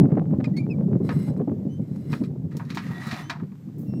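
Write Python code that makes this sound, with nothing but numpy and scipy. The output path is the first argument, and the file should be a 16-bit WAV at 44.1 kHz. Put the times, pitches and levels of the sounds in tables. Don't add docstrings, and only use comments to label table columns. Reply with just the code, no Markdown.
import sys
import numpy as np
from scipy import signal
from scipy.fft import rfft, irfft
from scipy.io import wavfile
from scipy.ndimage import uniform_filter1d

SR = 44100
rng = np.random.default_rng(int(sys.argv[2]) if len(sys.argv) > 2 else 0)


def unload_audio(sound):
    columns = np.transpose(np.atleast_2d(sound))
    steps = np.round(np.clip(columns, -1, 1) * 32767)
    wavfile.write(sys.argv[1], SR, steps.astype(np.int16))


def attenuation_scalar(level_db):
    decades = np.asarray(level_db, float) / 20
    return 10 ** decades


N = 176400

# f/Hz, level/dB
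STEEL_CONTACT = [(480, -1.5), (1000, 15), (2200, 4.5), (3000, -4), (4200, 0), (8000, -7.5), (9400, -10.5),
                 (15000, -3)]


def unit(x):
    return x / np.sqrt(np.mean(x ** 2) + 1e-20)


def read(table, at):
    table = np.array(table)
    return np.interp(np.log(np.maximum(at, 1)), np.log(table[:, 0]), table[:, 1])


def focus(hz, centre):
    return np.maximum(-5 * (np.log2(hz / 1000) - centre) ** 2, -24)


def colour(x, table, tilt_db=0., centre=None):
    hz = np.maximum(np.fft.rfftfreq(len(x), 1 / SR), 1)
    db = read(table, hz) + tilt_db * np.log2(np.clip(hz, 500, SR) / 2000)
    if centre is not None:
        db = db + focus(hz, centre)
    return irfft(rfft(x) * attenuation_scalar(db), len(x))


def ring(x, hz, width):
    r = np.exp(-np.pi * width / SR)
    gain = (1 - r * r) / 2
    return signal.lfilter([gain, 0, -gain], [1, -2 * r * np.cos(2 * np.pi * hz / SR), r * r], x)


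def walk(rate, size=N):
    hold = max(int(SR / rate), 1)
    steps = np.repeat(rng.standard_normal(size // hold + 1), hold)[:size]
    return 1.3 * uniform_filter1d(uniform_filter1d(steps, hold), hold)


def distant_air():
    # f/Hz, level/dB
    air_colour = [(410, -33.5), (700, -1.5), (1200, -7.5), (2200, -10.5), (2510, -14), (8000, -18.5),
                  (9580, -25.5), (14500, -17), (15200, -40)]
    hiss = colour(rng.standard_normal(N), [(300, -72.0)] + list(air_colour))
    return unit(hiss) * attenuation_scalar(-68.5 + 1.0 * walk(3.8))


def wind(t):
    # t/s, level/dB
    gusts = [(0, -6), (.07, -17.5), (.1, -19.5), (.55, -23.5), (.8, -23), (.96, -16.5), (.99, -29.5),
             (1.03, -21), (1.35, -24), (1.52, -25.5), (1.9, -30), (2.22, -26.5), (2.7, -32.5), (2.9, -30),
             (3.25, -36.5), (3.44, -32), (3.58, -40), (4, -24.5)]
    # f/Hz, level/dB per Hz
    wind_colour = [(25, -42), (55, -30), (110, -5), (145, 1.5), (230, -3), (540, -27.5), (1100, -51.5),
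                   (3500, -92.5)]
    # t/s, level/dB, extra reach into the upper bands per octave
    buffets = [(0.031, 2.5, 0.13), (0.119, -5, 0.34), (0.167, -0.5, 0.98), (0.26, -18, 0.55),
               (0.322, -13.5, 0.87), (0.385, -6.5, 0.86), (0.468, -11.5, 0.26), (0.603, -19.5, 0.14),
               (0.604, -13, 0.15), (0.685, -22.5, 0.3), (0.795, -12, 0.32), (0.914, -18.5, 0.16),
               (0.951, -16.5, 0.19), (1.002, -7, 0.13), (1.162, -24, 0.3), (1.275, -14, 0.98),
               (1.37, -19.5, 0.4), (1.398, -13, 0.8), (1.472, -13.5, 0.4), (1.473, -10.5, 0.88),
               (1.514, -11.5, 0.84), (1.588, -16.5, 0.29), (1.651, -16, 0.29), (1.724, -21.5, 0.3),
               (1.793, -14.5, 0.47), (1.875, -29, 0.52), (1.947, -29, 0.4), (2.12, -17, 0.4),
               (2.204, -11, 0.52), (2.373, -28, 0.13), (2.447, -19, 0.15), (2.505, -25.5, 0.4),
               (2.548, -17.5, 0.37), (2.604, -21.5, 0.13), (2.722, -38.5, 0.4), (2.763, -24, 1),
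               (2.861, -27, 0.4), (3.017, -44.5, 0.52), (3.064, -19, 0.5), (3.124, -9, 0.45),
               (3.195, -20.5, 0.58), (3.262, -34.5, 0.43), (3.381, -28.5, 0.29), (3.422, -18.5, 0.4),
               (3.515, -34, 0.53), (3.668, -22, 0.4), (3.791, -32.5, 0.22), (3.936, -21, 0.62)]
    rise_s, fall_s = 0.004, 0.017

    gust = np.interp(t, *np.array(gusts).T)
    calm = attenuation_scalar(-gust - 24)
    kick, bright = 1e-9 + 0 * t, 0 * t
    for start, db, reach in buffets:
        u = np.clip(t - start, 0, None)
        puff = attenuation_scalar(db + 20) * calm * (1 - np.exp(-u / rise_s)) * np.exp(-u / fall_s)
        kick = kick + puff
        bright = bright + reach * puff

    swell, crackle = walk(21.79), walk(170)
    f = np.maximum(np.fft.rfftfreq(N, 1 / SR), 1)
    out = 0
    for hz in 25 * 2 ** np.arange(0, 7.4, .5):
        shape = np.exp(-(np.log2(f / hz) / .35) ** 2) * attenuation_scalar(read(wind_colour, f))
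        band = irfft(rfft(rng.standard_normal(N)) * shape, N)
        even = band * np.mean(np.abs(band)) / uniform_filter1d(np.abs(band), size=SR // 4)
        up = np.log2(hz / 160)
        db = -1.36 * swell + 2.5 * walk(24.757)
        db = db + 0.27 * up * (gust + 25)
        db = db + 1.58 * max(up, 0) * crackle
        out = out + even * attenuation_scalar(db) * (1 + np.clip(0.85 * kick + bright * up, 0, None))
    steady = out / uniform_filter1d(np.abs(out), size=SR // 6)
    return unit(steady) * attenuation_scalar(gust)


def pops():
    # t/s, peak level/dB
    snaps = [(0.056, -35), (.118, -37), (.155, -39), (0.196, -29), (0.256, -43), (0.31, -44),
             (0.347, -43.5), (.407, -37), (0.411, -32), (0.666, -39.5), (.81, -41.5), (.932, -34.5),
             (0.954, -39.5), (1.168, -39), (1.284, -38.5), (1.289, -44), (1.365, -41.5), (1.395, -43.5),
             (1.411, -47.5), (1.497, -41), (1.962, -44), (3.938, -40)]
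    out = np.zeros(N)
    at, db = np.array(snaps).T
    out[(at * SR).astype(int)] = attenuation_scalar(db + 1)
    shape = signal.unit_impulse(SR // 50)
    for hz in (600, 600, 1200):
        shape = ring(shape, hz, 1.4 * hz)
    return np.convolve(out, shape / np.max(np.abs(shape)))[:N]


def squeaks_and_calls(t):
    # t/s, length/s, start f/Hz, end f/Hz, level/dB
    gliding_tones = [(.439, 0.03, 2620, 2380, -41), (0.444, 0.0092, 2100, 2100, -36),
                     (0.563, 0.035, 2235, 2200, -41), (0.584, 0.036, 2360, 2350, -44.5),
                     (0.624, 0.038, 2230, 2364, -55), (0.699, 0.033, 2640, 2484, -41),
                     (0.721, 0.027, 2440, 2340, -52.5), (1.689, 0.11, 2950, 3114, -63.5),
                     (2.129, 0.016, 2470, 2470, -33), (3.22, 0.099, 2940, 3130, -57),
                     (3.86, 0.14, 2760, 2690, -66), (3.932, 0.12, 2770, 2740, -67),
                     (2.904, 0.14, 1900, 1920, -44), (3.052, 0.058, 1960, 1900, -45),
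                     (0.533, 0.031, 1900, 2040, -58.5)]
    # 2nd harmonic level/dB, 3rd level/dB, 4th level/dB
    overtones = [(-11, -21, -27), (-22, -48, -42), (1, -18, -15.5), (-21, -23, -25), (-18, -40, -34),
                 (-16, -36, -38), (-21, -32, -40), (-3.5, -12, -44), (-32, -40, -32), (-1, -18, -36),
                 (1, -16, -49), (2, -4, -33), (-20, -37, -40), (-5, -40, -42), (-26, -40, -41)]
    wobble, rough = walk(220), walk(200)
    out = 0
    for (start, length, start_hz, end_hz, db), over in zip(gliding_tones, overtones):
        u = (t - start) / length
        waver = min(1, .03 / length)
        glide = 1 - np.exp(-2.5 * np.clip(u, 0, 1))
        hz = (start_hz + (end_hz - start_hz) * glide) * (1 + 2.1 * .007 * waver ** 2 * wobble)
        phase = 2 * np.pi * np.cumsum(hz) / SR
        env = np.sin(np.pi * np.clip(u, 0, 1) ** .7) ** .7
        tone = 0
        for k, overtone_db in enumerate((0, *over)):
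            tone = tone + attenuation_scalar(overtone_db) * env ** k * np.sin((k + 1) * phase)
        out = out + env * attenuation_scalar(db + 3 * waver * rough) * tone
    return out


def scrape(t, curves, modes, grit_db, hiss_db, tilt_db, flutter_db, rate, patchy_db):
    env = sum(attenuation_scalar(np.interp(t, *np.array(c).T, left=-200, right=-200)) for c in curves)
    grit = rng.standard_normal(N) * attenuation_scalar(grit_db * rng.exponential(size=N))
    grit = unit(grit) * attenuation_scalar(flutter_db * walk(rate))
    tones = 0
    for hz, width, db in modes:
        tones = tones + attenuation_scalar(db + patchy_db * walk(28.26)) * ring(grit, hz, width)
    hiss = unit(colour(grit, STEEL_CONTACT, tilt_db))
    return uniform_filter1d(env, size=200) * unit(unit(tones) + attenuation_scalar(hiss_db) * hiss)


def rod_scrape(t):
    # t/s, level/dB
    strokes = [
        [(1.02, -72.5), (1.05, -58.5), (1.15, -53), (1.29, -53.5), (1.305, -59.5), (1.36, -76.5),
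         (1.375, -59.5), (1.4, -83)],
        [(1.59, -75), (1.61, -92), (1.94, -67), (1.96, -67.5), (2.09, -60), (2.13, -49), (2.19, -60.5),
         (2.26, -60.5), (2.29, -74.5)],
    ]
    # f/Hz, width/Hz, level/dB
    rod_modes = [(2080, 86, 7), (2850, 75, 0.5), (3400, 60, -4.5), (4010, 100, 3.5), (4900, 36, -1.5),
                 (5260, 45, 3), (6550, 40, -4.5), (7400, 110, -11.5), (7950, 64, 1.5), (8420, 85, -2.5),
                 (9900, 110, -25), (10920, 150, -0.5), (11700, 60, -3.5), (15000, 370, -20.5)]
    return scrape(t, strokes, rod_modes, grit_db=1.2, hiss_db=1.2, tilt_db=-.3,
                  flutter_db=1.2, rate=110, patchy_db=1.2)


def door_slide(t):
    # t/s, level/dB
    slide_level = [(2.51, -58), (2.68, -59.5), (2.8, -49), (2.88, -49.5), (3.0, -43), (3.05, -42.5),
                   (3.13, -39), (3.22, -42), (3.295, -55.5)]
    # f/Hz, width/Hz, level/dB
    door_modes = [(725, 90, 9.5), (950, 26, 9.5), (1267, 170, 11), (1660, 120, 8), (1858, 120, 14.5),
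                  (2220, 26, -2), (2440, 87, -2), (3160, 49, -10), (3475, 35, 7.5), (3860, 150, 4.5),
                  (4600, 34, -15), (5300, 26, -13), (5440, 55, -29), (10700, 460, -17.5)]
    return scrape(t, [slide_level], door_modes, grit_db=2.4, hiss_db=-7, tilt_db=-4,
                  flutter_db=1.1, rate=150, patchy_db=4.5)


def peak(x):
    return x / (4 * np.sqrt(np.max(uniform_filter1d(x ** 2, size=200))))


def knocks():
    # t/s, peak level/dB, centre/octaves above 1 kHz, rattle/s
    hits = [(0.402, -41, 1.1, .003), (0.4412, -36.5, 1.7, 0.014), (.566, -41.5, 2.34, 0.015),
            (1.09, -25.5, 1, 0.018), (1.9579, -52.5, 3, 0.017), (2.0986, -51.5, 1.7, 0.0087),
            (2.119, -40.5, 2.5, 0.042), (2.129, -27, 1.04, 0.0131), (2.1698, -59.5, 6, 0.049),
            (2.2367, -42.5, 1.83, 0.012), (2.5173, -47.5, 1.45, 0.0054), (2.5678, -33.5, 3, 0.0068),
            (2.596, -32.5, 0.5, 0.017), (2.6497, -52, 2.5, 0.0087), (2.6932, -44.5, 1.9, 0.023),
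            (2.702, -32, 2, 0.017), (2.7463, -36, 2.5, 0.025), (2.7716, -20.5, 1.47, 0.014),
            (2.837, -42, 5.5, 0.0048), (3.0676, -37, 3, 0.016), (3.0868, -35, 1.9, 0.052),
            (3.1115, -27.5, 1.76, 0.03), (3.2957, -22, 1.67, 0.015), (3.306, -26, 0.5, 0.023),
            (3.358, -39, 0.1, .012), (3.518, -53.5, 0.66, 0.012), (3.686, -54, -0.7, 0.0051),
            (2.908, -37.5, -3.1, 0.018), (2.958, -55, -8, 0.0046), (3.3984, -41.5, 0.5, 0.012),
            (3.4328, -43.5, 0.66, 0.0047), (3.7817, -42.5, 4, 0.063)]
    # f/Hz, level/dB, ring length/s (60 dB down after about a third of it)
    frame_modes = [(690, 20.5, 0.078), (919, 10, 0.15), (1070, -0.5, 0.19), (1252, 9, 0.077),
                   (1680, 10.5, 0.022), (1900, -11.5, 0.33), (2350, -23.5, 0.12), (2427, 3.5, 0.024),
                   (3130, -9.5, 0.039), (3802, -8, 0.07), (4370, -9.5, 0.029), (5400, -16, 0.06),
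                   (6800, -24, .06), (8300, -32, .06)]
    n = SR // 4
    u = np.arange(n) / SR
    out = np.zeros(N + SR)
    for start, db, centre, rattle in hits:
        first_contact = 0.62 * np.exp(-u / 0.00028)
        env = (np.exp(-u / max(rattle, 1e-3)) + first_contact) * np.minimum(u / 0.00009, 1)
        push = rng.standard_normal(n) * attenuation_scalar(2.0 * walk(500, size=n)) * env
        crack = colour(np.roll(push, shift=40), STEEL_CONTACT, 0, centre)

        modes = 0
        for hz, mode_db, ring_s in frame_modes:
            gain = attenuation_scalar(mode_db + 3 * rng.standard_normal() + focus(hz, centre))
            modes = modes + gain * np.sqrt(ring_s) * unit(ring(crack, hz, 6.2 / ring_s))

        echo = rng.standard_normal(n) * np.exp(-u / 0.056) * np.minimum(u / .015, 1)
        tail = colour(echo, STEEL_CONTACT, -2.5, centre)

        ring_db = -3 - 12 * max(centre - 2.4, 0)
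        knock = attenuation_scalar(-5) * peak(crack) + attenuation_scalar(ring_db) * peak(modes) + attenuation_scalar(-20.5) * peak(tail)
        i = int(start * SR)
        out[i:i + n] += 2 * attenuation_scalar(db) * knock
    return out[:N]


def scene():
    t = np.arange(N) / SR
    weather = distant_air() + wind(t) + pops()
    gate = squeaks_and_calls(t) + door_slide(t) + rod_scrape(t) + knocks()
    return (weather + gate)[None, :]


def low_pass(x):
    return signal.sosfilt(signal.butter(12, 15390, fs=SR, output="sos"), x)


def record(dry):
    soft = np.tanh(1.2 * dry) / 1.2
    bass_cut = signal.butter(2, 45, "high", fs=SR, output="sos")
    mix = signal.sosfilt(bass_cut, soft)
    return low_pass(mix)


dry = scene()
out = record(dry)
unload_audio(out)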